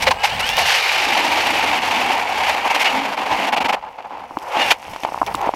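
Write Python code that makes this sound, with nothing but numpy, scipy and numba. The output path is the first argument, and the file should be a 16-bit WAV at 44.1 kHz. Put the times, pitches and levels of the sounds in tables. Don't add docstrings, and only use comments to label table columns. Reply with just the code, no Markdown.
import sys
import numpy as np
from scipy import signal
from scipy.fft import rfft, irfft, next_fast_len
from scipy.io import wavfile
from scipy.ndimage import map_coordinates
from numba import njit

SR = 44100
rng = np.random.default_rng(int(sys.argv[2]) if len(sys.argv) > 2 else 0)


def generate_wav(sig):
    pcm = np.round(np.clip(np.atleast_2d(sig).T, -1, 1) * 32767).astype(np.int16)
    wavfile.write(sys.argv[1], SR, pcm)


N = 245028
TIME = np.arange(N) / SR


def undb(db):
    return 10 ** (np.asarray(db) / 20)


def unit(x):
    return x / np.sqrt(np.mean(x ** 2))


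def curves(table):
    times, *columns = np.transpose(table)
    return [np.interp(TIME, times, column) for column in columns]


def add(track, start_s, sound):
    start = max(int(start_s * SR), 0)
    track[start:start + len(sound)] += sound[:N - start]


def envelope(start_s, length_s, attack_s, release_s):
    attack = np.clip((TIME - start_s) / attack_s, 0, 1)
    return attack * np.exp(-np.maximum(TIME - start_s - length_s, 0) / release_s)


def bump(centre_s, half_s):
    return np.exp(-((TIME - centre_s) / half_s) ** 2)


def wander(rate):
    points = np.cumsum(np.full(N, rate / SR))
    return unit(map_coordinates(rng.standard_normal(4096), [points], order=3, mode="wrap"))


def colour(x, eq):
    hz, db = np.transpose(eq)
    size = next_fast_len(N + 8192) // 2 * 2
    freqs = np.maximum(np.arange(size // 2 + 1) * SR / size, 1)
    gain = undb(np.interp(np.log(freqs), np.log(hz), db))
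    cepstrum = irfft(np.log(gain))
    cepstrum[1:size // 2] *= 2
    cepstrum[size // 2 + 1:] = 0
    return unit(irfft(np.exp(rfft(cepstrum)) * rfft(x, size))[:N])


@njit
def resonate(x, hz, width_hz):
    out, band_state, low_state = np.empty(len(x)), 0., 0.
    for i in range(len(x)):
        tuning, damping = np.tan(np.pi * hz[i] / SR), width_hz / hz[i]
        band = (band_state + tuning * (x[i] - low_state)) / (1 + tuning * (tuning + damping))
        band_state = 2 * band - band_state
        low_state += 2 * tuning * band
        out[i] = damping * band
    return out


def fractures(rate, spread_db):
    happens = rng.random(N) < rate / SR
    size = undb(spread_db * np.minimum(rng.exponential(size=N), 4))
    return unit(happens * size * rng.choice([-1, 1], N) / np.sqrt(rate))


# freq_hz, gain_db
WIND_EQ = [(15, -22), (30, -2.5), (50, -1.5), (72, 0), (100, -2.5), (150, -3.5), (260, -8), (600, -34.5)]
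# centre_s, half_length_s, level_db
GUSTS = [(.04, 0.12, -33.5), (.48, 0.21, -36.5), (1.7, 0.91, -52.5), (2.97, .05, -54), (3.33, 0.027, -37),
         (3.64, .03, -49), (4.69, 0.037, -45), (4.91, 0.035, -43), (5.33, 0.13, -41.5)]


def wind(bed_db=-55.5, flutter_db=2.0):
    strength = undb(bed_db) + sum(undb(db) * bump(centre, half) for centre, half, db in GUSTS)
    rumble = colour(rng.standard_normal(N), WIND_EQ)
    return strength * unit(rumble * undb(flutter_db * wander(20)))


# freq_hz, gain_db
CRUNCH_EQ = [(200, -53), (380, -13), (520, -6.5), (660, -2.5), (780, 3.5), (880, 4.5), (1000, -0.5),
             (1150, -6.5), (1400, -11), (2000, -18), (4000, -66)]


def crunch_tone(grains):
    return colour(grains, CRUNCH_EQ)


# freq_hz, gain_db
RASP_EQ = [(700, -39), (1200, -7), (1600, -3), (1900, -0.5), (2250, 4), (2550, 2), (2850, 1.5), (3300, -4),
           (3900, -9.5), (4600, -10), (5600, -18.5), (7000, -20.5), (10000, -39)]


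def rasp_tone(grains):
    return colour(grains, RASP_EQ)


def shower(rise_s=0.13):
    return envelope(FLING_END_S, rise_s, rise_s, release_s=1.6)


def patter(crunch_db=-39, rasp_db=-46):
    ticks = fractures(110, spread_db=3.0)
    return shower() * (undb(crunch_db) * crunch_tone(ticks) + undb(rasp_db) * rasp_tone(ticks))


# start_s, length_s, attack_s, level_db
SLIDES = [(3.756, 0.03, .01, -30.5), (3.823, 0.063, .006, -30.5), (3.981, 0.018, 0.0037, -28.5),
          (4.04, 0.024, 0.0042, -30.5), (4.102, 0.14, 0.012, -30.5), (4.415, 0.064, 0.0091, -29.5),
          (5.039, 0.051, .01, -30), (5.276, 0.043, 0.0077, -23), (5.354, 0.13, 0.056, -19.5)]


def slides():
    return sum(undb(db) * envelope(start, length, attack, release_s=0.011)
               for start, length, attack, db in SLIDES)


def slush_ring(pitch_hz=875.0, width_hz=210.0, gain_db=-5.5):
    hz = np.full(N, pitch_hz)
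    grains = fractures(300, spread_db=3.0)
    ringing = resonate(resonate(grains, hz, width_hz), hz, width_hz)
    return undb(gain_db) * slides() * unit(ringing)


def slush(slide_db=(-1.5, -16, -44), shower_db=(-42, -41.5, -50), trickle_db=(-39.5, -49, -70)):
    sliding = np.outer(undb(slide_db), slides())
    falling = np.outer(undb(shower_db), shower())
    return sliding ** 2 + falling ** 2 + undb(trickle_db)[:, None] ** 2


def ring(t, hz, rise_s):
    return t / rise_s * np.exp(1 - t / rise_s) * np.sin(2 * np.pi * hz * t)


# start_s, level_db, pitch_hz, crack_db, thud_db
KNOCKS = [(3.987, -21, 855, -19, -29), (4.107, -25, 850, -14, -28), (4.308, -20, 931, -18, -13),
          (4.37, -7.5, 944, -17, -12), (4.569, -8.5, 840, -6, -13), (4.881, -19, 840, -19, -24),
          (4.934, -19, 800, -2, -30), (4.961, -11.5, 890, -10, -40), (5.034, -13, 793, 0.5, -14),
          (5.049, -3.5, 825, -9, -40), (5.088, -14, 860, -24, -23), (5.121, -12.5, 760, -26, -20),
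          (5.144, -9, 950, -30, -32), (5.159, -18, 805, -15, -27), (5.176, -11, 867, -20, -30),
          (5.215, -3, 856, -42, -19), (5.218, -1.5, 960, -40, -24), (5.229, -7, 920, -31, -36),
          (5.346, -6, 1080, -9, -16.5), (5.472, -4, 805, -23, -15), (5.491, -1.5, 770, -33, -49),
          (5.537, -9, 870, -9.5, -15)]


def lumps(crack_trim_db=-10, thud_hz=318):
    out, t = np.zeros(N), TIME[:2048]
    noise = rasp_tone(rng.standard_normal(N))
    for k, (start, db, hz, crack_db, thud_db) in enumerate(KNOCKS):
        knock = ring(t, hz, rise_s=0.00073)
        crack = undb(crack_db + crack_trim_db) * noise[k * len(t):(k + 1) * len(t)] * np.exp(-t / 0.005)
        thud = undb(thud_db) * ring(t, thud_hz, rise_s=0.0024)
        add(out, start + .0005, undb(db) * (knock + crack + thud))
    return out


# start_s, level_db, pitch_hz
CHIPS = [(0.4909, -3, 3100), (0.5687, -5, 2840), (4.3873, -22, 3140), (5.0274, -27, 2850),
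         (5.1317, -28, 2725), (5.2645, -15, 3320), (5.3426, -20, 4600), (5.3521, -11.5, 3600),
         (5.415, -21, 3240)]


def chips(trim_db=-4):
    out, t = np.zeros(N), TIME[:2048]
    for start, db, hz in CHIPS:
        tinkle = ring(t, hz, rise_s=.0003) + .6 * ring(t, hz * rng.uniform(1.5, 2.2), rise_s=.0003)
        snap = np.diff(rng.standard_normal(len(t) + 1)) * np.exp(-t / 0.0022)
        add(out, start, undb(db + trim_db) * (tinkle + .18 * snap))
    return out


# time_s, depth_m
DEPTH = [(0, 0.012), (.62, 0.0047), (.95, .05), (1.15, 0.15), (2.1, 0.17), (3.1, 0.18), (4.25, 0.17),
         (4.42, 0.069), (4.53, 0.021), (4.6, 0.14), (5.5, 0.044)]
# start_s, length_s, loss_db
GROAN_DIPS = [(0.617, 0.32, 3), (2.12, 0.78, 6.5), (3.726, 0.32, 7), (4.578, 0.24, 5.5)]


def hole_groan(crunch_level, mouth_m=0.15, sound_m_s=343, gain_db=-14.5):
    hz = sound_m_s / (4 * (mouth_m + curves(DEPTH)[0]))
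    dip_db = sum(db * envelope(start, length, 0.066, .04) for start, length, db in GROAN_DIPS)
    grains = fractures(1500, spread_db=3.0)
    column = resonate(resonate(grains, hz, 170.0), hz, 160.0)
    return unit(column) * crunch_level * undb(gain_db - dip_db)


# time_s, pitch_hz, level_db
GROWL = [(.7, 87, -60), (1, 86, -56), (1.5, 84, -45), (2, 87.5, -48), (2.3, 88.6, -54), (2.45, 72, -49),
         (2.62, 74, -48), (2.75, 73.2, -75)]


def shaft_growl():
    hz, db = curves(GROWL)
    growl = resonate(resonate(rng.standard_normal(N), hz, 24.0), hz, 38.0)
    return unit(growl) * undb(db)


# start_s, length_s, pitch_hz, level_db
SQUEALS = [(0.071, 0.033, 522.4, -16.5), (0.113, 0.02, 938, -18), (0.239, 0.024, 807, -13),
           (0.586, 0.047, 716, -17), (0.57, 0.03, 892, -18.5), (2.853, 0.094, 2680, -25),
           (2.925, 0.16, 266.6, -30)]


def auger_squeals(shudder_db=2.5):
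    out = np.zeros(N)
    warped_time = np.cumsum(1 + .05 * wander(110)) / SR
    for start, length, hz, db in SQUEALS:
        swell = np.interp(TIME, start + length * np.array([0, 0.053, .5, 1]), [0.031, 1, 1, 0.018])
        out += np.sqrt(2) * undb(db) * swell * np.sin(2 * np.pi * hz * warped_time)
    return out * unit(undb(shudder_db * wander(110)))


# start_s, squeeze_s, whistle_gain_db
PULLS = [(0, .49, -46), (4.5, .12, -54)]


def inverter_whistle(rotor_angle, carrier_hz=7750.0):
    carrier = 2 * np.pi * carrier_hz * TIME
    sidebands = np.sin(carrier + 2 * rotor_angle) + 0.48 * np.sin(carrier - 2 * rotor_angle)
    chopping = sum(undb(db) * envelope(start, squeeze, attack_s=0.44, release_s=.02)
                   for start, squeeze, db in PULLS)
    return chopping * (sidebands + .25 * np.sin(carrier))


# time_s, rotor_hz
BORING_SPEED = [(0, 145), (.16, 158), (.22, 165), (.28, 156), (.345, 183), (.4, 250), (.445, 298),
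                (.5, 338), (.57, 366), (.66, 353), (.74, 310), (.82, 240), (2.45, 220), (2.62, 232),
                (2.71, 268), (2.8, 238), (2.87, 262), (3, 205)]
FLING_SPEED = [(4.45, 120), (4.53, 225), (4.58, 352), (4.62, 358), (4.71, 337), (4.76, 200)]
# time_s, gain_db
BORING_WHINE = [(.17, -39), (.22, -24), (.38, -28), (.445, -20), (.8, -24), (1.3, -29), (2.35, -32.5),
                (2.7, -23), (3, -33), (3.75, -48), (3.8, -66)]
FLING_WHINE = [(4.42, -55), (4.56, -32), (4.62, -15), (4.69, -29), (4.76, -72)]
# rotor_multiple, level_db
ORDERS = [(5, -1), (6, -9), (8, -2), (10, 0), (12, -12), (16, -3), (18, -3)]
# freq_hz, gain_db
HOUSING_EQ = [(700, -11), (1600, -10), (2200, -6), (2600, -5), (2900, 0), (3200, -5), (3700, -15),
              (4500, -24), (7000, -34)]


def drill(rough_db=3.0):
    rotor_hz = curves(BORING_SPEED + FLING_SPEED)[0] * (1 + .005 * wander(260))
    rotor_angle = 2 * np.pi * np.cumsum(rotor_hz) / SR
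    housing_hz, housing_db = np.transpose(HOUSING_EQ)
    whine = np.zeros(N)
    for order, db in ORDERS:
        body_db = np.interp(np.log(order * rotor_hz), np.log(housing_hz), housing_db)
        whine += undb(db + body_db + rough_db * wander(160)) * np.sin(order * rotor_angle)
    fader = undb(curves(BORING_WHINE + FLING_WHINE)[0])
    return fader * whine + inverter_whistle(rotor_angle)


# peak_s, peak_db, rise_db_per_s
FLING = [(4.58, -16, 134), (4.601, -17.5, 189.5), (4.67, -36.5, 72)]
FLING_END_S, RUN_DOWN_S = 4.73, 0.013


def fling(sag_db_per_s=53):
    db = [peak_db - rise * np.maximum(peak_s - TIME, 0) - sag_db_per_s * np.maximum(TIME - peak_s, 0)
          for peak_s, peak_db, rise in FLING]
    return (undb(db) * envelope(0, FLING_END_S, 1, RUN_DOWN_S)) ** 2


def chatter(start_s=3.523, every_s=.0403, length_s=0.026, bands_db=(-17, -20.5, -42.5)):
    return [(start_s + k * every_s, length_s, *bands_db) for k in range(6)]


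# start_s, length_s, crunch_db, rasp_db, hiss_db
BITES = [(.02, .023, -26, -18.5, -30), (0.066, 0.024, -15, -14, -35), (.108, .011, -14, -12, -33),
         (0.233, 0.03, -25, -16.5, -31.5), (0.393, 0.019, -23, -22, -33), (0.457, 0.06, -35, -32, -38),
         (0.573, 0.062, -20, -20.5, -34), (0.653, 0.077, -31, -24, -34), (2.652, 0.021, -15, -39, -42),
         (2.701, 0.02, -21, -19.5, -37.5), (2.745, 0.02, -16.5, -18.5, -34),
         (2.795, 0.038, -32, -16.5, -33.5), (2.844, 0.043, -37, -16, -41), (3.172, 0.01, -21.5, -26.5, -57),
         (3.311, 0.028, -16.5, -23, -56), (4.705, .019, -15.5, -7.5, -25.5),
         (5.264, 0.017, -28.5, -29.5, -48)]


def bites(dig_s=.0045, tail_s=0.004):
    power = np.zeros((3, N))
    for start, length, *bands_db in BITES + chatter():
        corners_s = [start - .002, start + dig_s, start + 0.79 * length, start + length]
        dig = np.interp(TIME, corners_s, [0.004, 1.14, 1.09, 0.6])
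        tail = np.exp(-np.maximum(TIME - start - length, 0) / tail_s)
        power += np.outer(undb(bands_db), dig * tail) ** 2
    return power


# time_s, rasp_db
CUT = [(0, -28.5), (.08, -30), (.18, -39.5), (.27, -23), (.35, -30), (.47, -25.5), (.63, -22), (.7, -14.5),
       (.8, -18), (1.5, -19), (2.08, -20.5), (2.28, -26.5), (2.49, -18), (2.6, -25.5), (2.95, -23),
       (3.1, -27), (3.49, -23), (3.52, -46.5)]
# centre_s, half_length_s, loss_db
SKIPS = [(1.806, 0.024, 5.5), (2.598, .04, 1.5), (3.159, .018, 9.5), (3.25, 0.0085, 7.5)]


def shaving(stop_s=3.75, crunch_db_per_m=33.5, hiss_loss_db_per_m=7.5):
    rasp_db, depth_m = curves(CUT)[0], curves(DEPTH)[0]
    crunch_db = -19.5 + 0.29 * rasp_db + crunch_db_per_m * depth_m
    hiss_db = rasp_db - 18 - hiss_loss_db_per_m * depth_m
    skip_db = sum(db * bump(centre, half) for centre, half, db in SKIPS)
    grip = undb(-skip_db) * envelope(0, stop_s, 0.0014, RUN_DOWN_S)
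    return (grip * undb([crunch_db, rasp_db, hiss_db])) ** 2


# time_s, level_db
EDGE_LEVEL = [(0, -12), (.3, -8.5), (.6, -8.5), (1.1, -11.5), (1.6, -18), (5.5, -55)]
# freq_hz, gain_db
EDGE_EQ = [(2500, -39), (3600, 3.5), (4500, 2.5), (5800, -5), (7000, -14), (9000, -27), (14000, -29)]
HISS_EQ = [(3000, -10), (5500, 10.5), (7200, 1), (8600, 2.5), (9800, -2.5), (10800, 2), (12200, 0.5),
           (14000, -7), (16000, -21)]


def blades_and_ice(scrape_power, bite_power, turn_hz=11.9, full_load_db=-21.5):
    turn = 2 * np.pi * np.cumsum(turn_hz * (1 + 0.09 * wander(5))) / SR
    scrape = np.sqrt(scrape_power)
    load = np.minimum(scrape[1] / undb(full_load_db), 1)
    throb_db = load * (.9 * np.sin(turn) + .5 * np.sin(2 * turn))
    slip = unit(undb(throb_db + 1.1 * wander(130)))
    crunch, rasp, hiss = np.sqrt((slip * scrape) ** 2 + bite_power)
    rate = 450 + 8000 * np.minimum(rasp / undb(full_load_db), 1)
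    shared = fractures(rate, spread_db=4.0)
    hollow = crunch_tone(.5 * shared + fractures(rate, spread_db=1.5)) * unit(undb(0.45 * wander(60)))
    steel = rasp_tone(shared + 0.85 * rng.standard_normal(N)) * unit(undb(wander(170)))
    edge = colour(fractures(rate, spread_db=6.5), EDGE_EQ) * undb(curves(EDGE_LEVEL)[0])
    spray = 0.11 * shared + fractures(rate, spread_db=5.5) + 1.15 * rng.standard_normal(N)
    air = colour(spray, HISS_EQ) * unit(undb(1.8 * wander(150)))
    return undb(-0.76) * crunch * hollow + undb(-1.0) * rasp * (steel + edge) + undb(2.0) * hiss * air


def scene():
    scrape_power, bite_power = shaving() + fling() + slush(), bites()
    crunch_level = np.sqrt(scrape_power[0] + bite_power[0])
    auger = blades_and_ice(scrape_power, bite_power) + auger_squeals()
    body = hole_groan(crunch_level) + shaft_growl()
    return (auger + body + wind() + drill() + lumps() + chips() + patter() + slush_ring())[None]


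def record(dry, top_hz=15850):
    low_pass = signal.ellip(10, .2, 70, top_hz, fs=SR, output="sos")
    return signal.sosfilt(low_pass, np.clip(dry, -1, 1))


dry = scene()
out = record(dry)
generate_wav(out)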